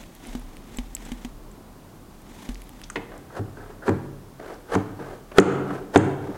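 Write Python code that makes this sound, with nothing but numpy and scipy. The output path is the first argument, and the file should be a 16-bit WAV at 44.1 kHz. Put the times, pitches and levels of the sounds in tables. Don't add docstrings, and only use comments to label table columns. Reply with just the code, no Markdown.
import sys
import numpy as np
from scipy import signal
from scipy.fft import rfft, irfft, next_fast_len
from scipy.io import wavfile
from scipy.ndimage import uniform_filter1d, map_coordinates

SR = 44100
rng = np.random.default_rng(int(sys.argv[2]) if len(sys.argv) > 2 else 0)


def int16_out(signal):
    q = np.round(np.clip(np.atleast_2d(signal).T, -1, 1) * 32767)
    wavfile.write(sys.argv[1], SR, q.astype(np.int16))


N = 280916


def amp(db):
    return 10 ** (np.asarray(db) / 20)


def unit(x):
    return x / np.sqrt(np.mean(x ** 2) + 1e-20)


def along(points, hz):
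    pitches, values = np.transpose(points)
    return np.interp(np.log(hz + 1), np.log(pitches + 1), values)


def filtered(x, response):
    size = next_fast_len(len(x) + SR // 2)
    return irfft(rfft(x, size) * response(np.fft.rfftfreq(size, 1 / SR)), size)[:len(x)]


def resonances(modes):
    return lambda hz: sum((-1) ** k * amp(db) * 1j * hz * width / (pitch**2 - hz**2 + 1j * hz * width)
                          for k, (pitch, width, db) in enumerate(modes))


def noise(spectrum, size=N):
    return unit(filtered(rng.standard_normal(size), lambda hz: amp(along(spectrum, hz))))


def wobble(rate, size=N):
    points = rng.standard_normal(int(size * rate / SR) + 4)
    return map_coordinates(points, [np.arange(size) * rate / SR])


def ring(hz, fade_s, attack_s, t):
    return np.sin(2 * np.pi * hz * t) * amp(-60 * t / fade_s) * (1 - np.exp(-t / attack_s))


def swells(rows, rise_db_s, fall_db_s):
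    t = np.arange(N) / SR
    return sum(amp(db - rise_db_s * np.maximum(s - t, 0) - fall_db_s * np.maximum(t - s - hold, 0))
               for s, hold, db in rows)


def add(track, start_s, sound):
    part = track[round(start_s * SR):][:len(sound)]
    part += sound[:len(part)]


def ticks(rows, tonal, spread):
    out, t = np.zeros(N), np.arange(SR // 10) / SR
    for s, db, hz, fade_s in rows:
        contact = rng.standard_normal(len(t)) * amp(-60 * t / fade_s)
        burst = filtered(contact, lambda f: resonances([(hz, spread * hz, 0)])(f) ** 2)
        add(out, s, amp(db) * (tonal * ring(hz, fade_s, .0001, t) + .79 * burst / abs(burst).max()))
    return out


def camera_hiss():
    hiss_shape = [(1180, -7), (2000, 5.5), (2830, 7), (10900, 3), (16000, 2)]
    return amp(-58) * noise(hiss_shape)


def building():
    rumble_levels = [(0, -46), (.8, -43), (1.4, -44), (1.6, -49), (2.5, -49), (2.7, -47), (3.1, -50),
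                     (6.37, -52)]
    rumble_shape = [(15, -45), (24, -4.5), (35, 5), (46, -9.5), (60, -18), (90, -34), (150, -87)]
    murmur_shape = [(41, -41), (70, -1), (191, -1), (288, -1.5), (337, -3.5), (427, -9), (1130, -14),
                    (1960, -25.5), (3000, -37.5), (3900, -72), (6600, -120)]
    rumble_db = np.interp(np.arange(N) / SR, *np.transpose(rumble_levels)) + 1.5 * wobble(5)
    return amp(rumble_db) * noise(rumble_shape) + amp(-47.5 + wobble(3.58)) * noise(murmur_shape)


def garage_echo(x):
    echo_fades = [(100, 1), (500, 0.94), (1500, 0.77), (3000, 0.78), (6500, 0.5), (12000, 0.48)]
    out, size = np.zeros(N), SR // 4
    for start in range(0, N, size):
        hz, t, bands = signal.stft(rng.standard_normal(SR), SR, nperseg=256)
        fade = amp(-60 * t / along(echo_fades, hz)[:, None]) * (1 - np.exp(-t / .0022))
        tail = signal.istft(bands * fade, SR, nperseg=256)[1]
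        add(out, start / SR + .008, signal.fftconvolve(x[start:start + size], tail / np.linalg.norm(tail)))
    return out


def small_things():
    tick_times = [(0.038, -50, -33), (.151, -32.5, -48), (.252, -55, -31), (.271, -26.5, -55),
                  (.397, -34, -55), (0.569, -36, -33.5), (0.967, -37, -25.5), (1.075, -62, -39),
                  (2.219, -39, -46), (2.556, -50, -33), (2.619, -29, -32), (2.640, -39, -55),
                  (2.693, -31.5, -35.5), (2.816, -30, -30)]
    tick_tones = [(10100, 0.0037), (2310, 0.004)]
    tink_times = [(.771, -32.5), (.950, -21), (1.052, -40), (1.515, -49)]
    tink_tones = [(7720, -0.5, 0.019), (11700, -6, 0.0055)]
    taps = [(s, db, *tone) for s, *levels in tick_times for db, tone in zip(levels, tick_tones)]
    metal = [(s, level + db, hz, fade_s) for s, level in tink_times for hz, db, fade_s in tink_tones]
    return ticks(taps, tonal=.66, spread=1.0) + ticks(metal, tonal=1.46, spread=.36)


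def feet():
    scuffs = [(0, 0.017, -48.5), (.27, 0.061, -47.5), (.42, .14, -58.5), (.73, 0.077, -52),
              (1.02, 0.076, -50), (1.17, 0.094, -55.5), (2.27, 0.067, -60.5), (2.41, 0.082, -50),
              (2.56, .3, -58)]
    scuff_shape = [(350, -15), (800, 2.5), (1300, -9.5), (2000, -3.5), (2700, -10), (3500, -7.5),
                   (4600, -15), (6500, -11.5), (12000, -21.5), (16000, -28)]
    steps = [(.351, -33, -21, -33.5), (.786, -29, -21.5, -27.5), (1.118, -30.5, -22.5, -32),
             (1.248, -30, -24.5, -33.5), (2.490, -30, -23.5, -26)]
    sole_tones = [(243, 0.11), (42.2, 0.47)]
    slide = amp(2.5 * wobble(120)) * swells(scuffs, rise_db_s=98, fall_db_s=204)
    knock_hz = sole_tones[0][0]
    hollow = unit(filtered(rng.standard_normal(N), resonances([(knock_hz, 40, 0)])))
    tread = unit(filtered(rng.standard_normal(N), resonances([(3440, 350, 0)])))
    out = slide * (noise(scuff_shape) + amp(2) * hollow + amp(-20) * tread)
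    t = np.arange(SR) / SR
    for s, click_db, *low_db in steps:
        thump = sum(amp(db) * ring(hz, fade_s, .00018, t) for db, (hz, fade_s) in zip(low_db, sole_tones))
        click = ring(3020, .013, .000057, t) + amp(-2 - 60 * t / .033) * noise(scuff_shape, SR)
        add(out, s, thump + amp(click_db) * click)
    return out


def handle_clicks():
    clicks = [(2.545, -30, 5200, .012), (2.836, -30, 3400, 0.041), (2.839, -32, 5500, .04),
              (2.9, -23.5, 1320, 0.03), (2.958, -15.5, 2050, 0.063), (2.958, -32, 3600, 0.015),
              (3.179, -36, 7500, 0.0033), (4.542, -41, 5700, 0.033), (5.318, -34, 2470, .04)]
    return ticks(clicks, tonal=.17, spread=.53)


def rod_scrapes():
    rod_tones = [(398, 138, 8.5), (845, 410, 1), (1347, 81, -2.5), (2054, 440, -3.5)]
    rasp_tone = [(1516, 570, 0)]
    grit_shape = [(2000, -1), (3000, 3.5), (6000, -0.5), (10000, -4), (13000, -13), (16000, -30)]
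    pulls = [(3.14, 0.022, -45.5), (3.62, 0.055, -46.5), (4.455, 0.074, -38.5), (5.03, .11, -40),
             (5.725, 0.042, -34.5), (6.25, .12, -40)]
    snags = [(3.12, -55, 2), (3.306, -55, 8), (3.357, -49, -9), (3.573, -39, -4.5), (3.604, -46, 2),
             (3.703, -40, -7), (3.825, -42.5, 3), (4.398, -43.5, -12), (4.425, -49, -4), (4.694, -49, -21),
             (4.722, -35, -23), (4.996, -39, -4), (5.317, -36.5, -7)]
    returns = [(3.385, -31.5, 304, -15.5), (3.876, -27, 598, -15), (4.745, -21, 431, -16.5),
               (5.377, -24.5, 902, -13.5), (5.95, -22.5, 900, -15)]
    slips = unit(rng.standard_normal(N) * amp(2.5 * wobble(150)))
    body = unit(filtered(slips, lambda hz: resonances(rod_tones)(hz) / (1 + 1j * hz / 2500) ** 2))
    grit = unit(filtered(slips, lambda hz: amp(along(grit_shape, hz))))
    rasp = unit(filtered(slips, lambda hz: resonances(rasp_tone)(hz) ** 2))

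    def scrape(grit_db, rasp_db):
        return body + amp(grit_db) * grit + amp(rasp_db) * rasp

    out = swells(pulls, rise_db_s=200, fall_db_s=215) * scrape(grit_db=-19, rasp_db=-8)
    for s, db, rasp_db in snags:
        out += swells([(s, 0, db)], rise_db_s=3500, fall_db_s=513) * scrape(grit_db=-21, rasp_db=rasp_db)
    for s, db, rise_db_s, grit_db in returns:
        out += swells([(s, 0, db)], rise_db_s, fall_db_s=1200) * scrape(grit_db, rasp_db=-5)
    return out


def spring_jingles():
    slaps = [(2.9, -23.5), (3.889, -39), (4.75, -23.5), (5.399, -7.5), (5.974, -11.5)]
    spring_tones = [(5636, -15), (6385, -4), (7074, -6), (7720, -19), (8100, -7.5), (8861, -9),
                    (10200, -31)]
    out, t = np.zeros(N), np.arange(SR // 10) / SR
    for s, level_db in slaps:
        chatter = 1 + 1.8 * uniform_filter1d(rng.standard_normal(len(t)), size=20)
        steel = sum(amp(db + rng.normal(0, 2)) * ring(hz, .02, .0004, t) for hz, db in spring_tones)
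        add(out, s, amp(level_db - 3) * steel * chatter)
    return out


def handle_bangs():
    bangs = [(2.9569, -36, -42.5, -30, -22.5), (3.3913, -57, -36.5, -29.5, -26.5),
             (3.8804, -29, -28.5, -16.5, -15.5), (3.8925, -27, -29, -31.5, -16),
             (4.7406, -34, -44, -20.5, -25), (4.7519, -24.5, -27, -18.5, -11.5),
             (4.9916, -68, -52, -34, -33), (5.3842, -2.5, -17, -2, 6.5), (5.7058, -48, -46, -32.5, -23),
             (5.9591, -9, -20.5, -6.5, 1.5), (6.2842, -54, -64, -31, -40)]
    skin_tones = [(103.3, 10, 0.29), (137.4, 2, 0.83), (192.1, 0, 0.22), (248.7, 0, 0.11),
                  (293.3, 1.5, 0.2), (319.5, -4, 0.28), (389.2, 10, 0.077), (419, -1, 0.13),
                  (462, -1.5, 0.17), (560, -11.5, 0.24)]
    panel_tones = [(718, 175, 8), (950, 240, 6), (1166, 92, 3), (1366, 290, -5), (1820, 95, -5),
                   (2500, 150, -53)]
    crack_shape = [(710, -77), (1200, 15.5), (2040, 8.5), (3870, -8), (4360, -7.5), (4910, -15),
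                   (5470, -14.5), (7820, -8.5), (16000, -78)]
    out, t = np.zeros(N), np.arange(SR) / SR
    for s, crack_db, boom_db, ring_db, clatter_db in bangs:
        attack_s = np.interp(crack_db, [-30, -10], [.008, .002])
        skin = np.zeros(SR)
        for k, (hz, db, fade_s) in enumerate(skin_tones):
            waver_db = 4 * wobble(25, SR)
            skin += amp(db + (boom_db if k < 2 else ring_db) + waver_db) * ring(hz, fade_s, attack_s, t)
        shake = rng.standard_normal(SR) * (amp(-60 * t / .011) + .092 * amp(-60 * t / .32))
        clatter = filtered(shake, resonances(panel_tones))
        clatter /= abs(clatter).max()
        crack = noise(crack_shape, SR) * (amp(-60 * t / .026) + .076 * amp(-60 * t / .42))
        add(out, s, amp(.5) * skin + amp(clatter_db) * clatter + amp(crack_db + 2) * crack)
    return filtered(out, lambda hz: (1j * hz / (70 + 1j * hz)) ** 2)


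def scene():
    door = handle_bangs() + spring_jingles() + rod_scrapes() + handle_clicks()
    quiet = feet() + small_things()
    echo = garage_echo(amp(-12) * door + amp(-28.5) * quiet)
    return (door + quiet + echo + building() + camera_hiss())[None]


def record(dry):
    threshold_db, recover_s, top_hz = -8.5, .06, 16000
    excess = np.maximum(abs(dry[0]) / amp(threshold_db) - 1, 0)
    memory = np.exp(-1 / (recover_s * SR))
    recent_excess = signal.lfilter([1 - memory], [1, -memory], excess)
    lowered = dry[0] / (1 + 5 * recent_excess)
    rounded = lowered / (1 + abs(lowered) ** 8) ** (1 / 8)
    return .93 * filtered(rounded, lambda hz: hz < top_hz)[None]


dry = scene()
out = record(dry)
int16_out(out)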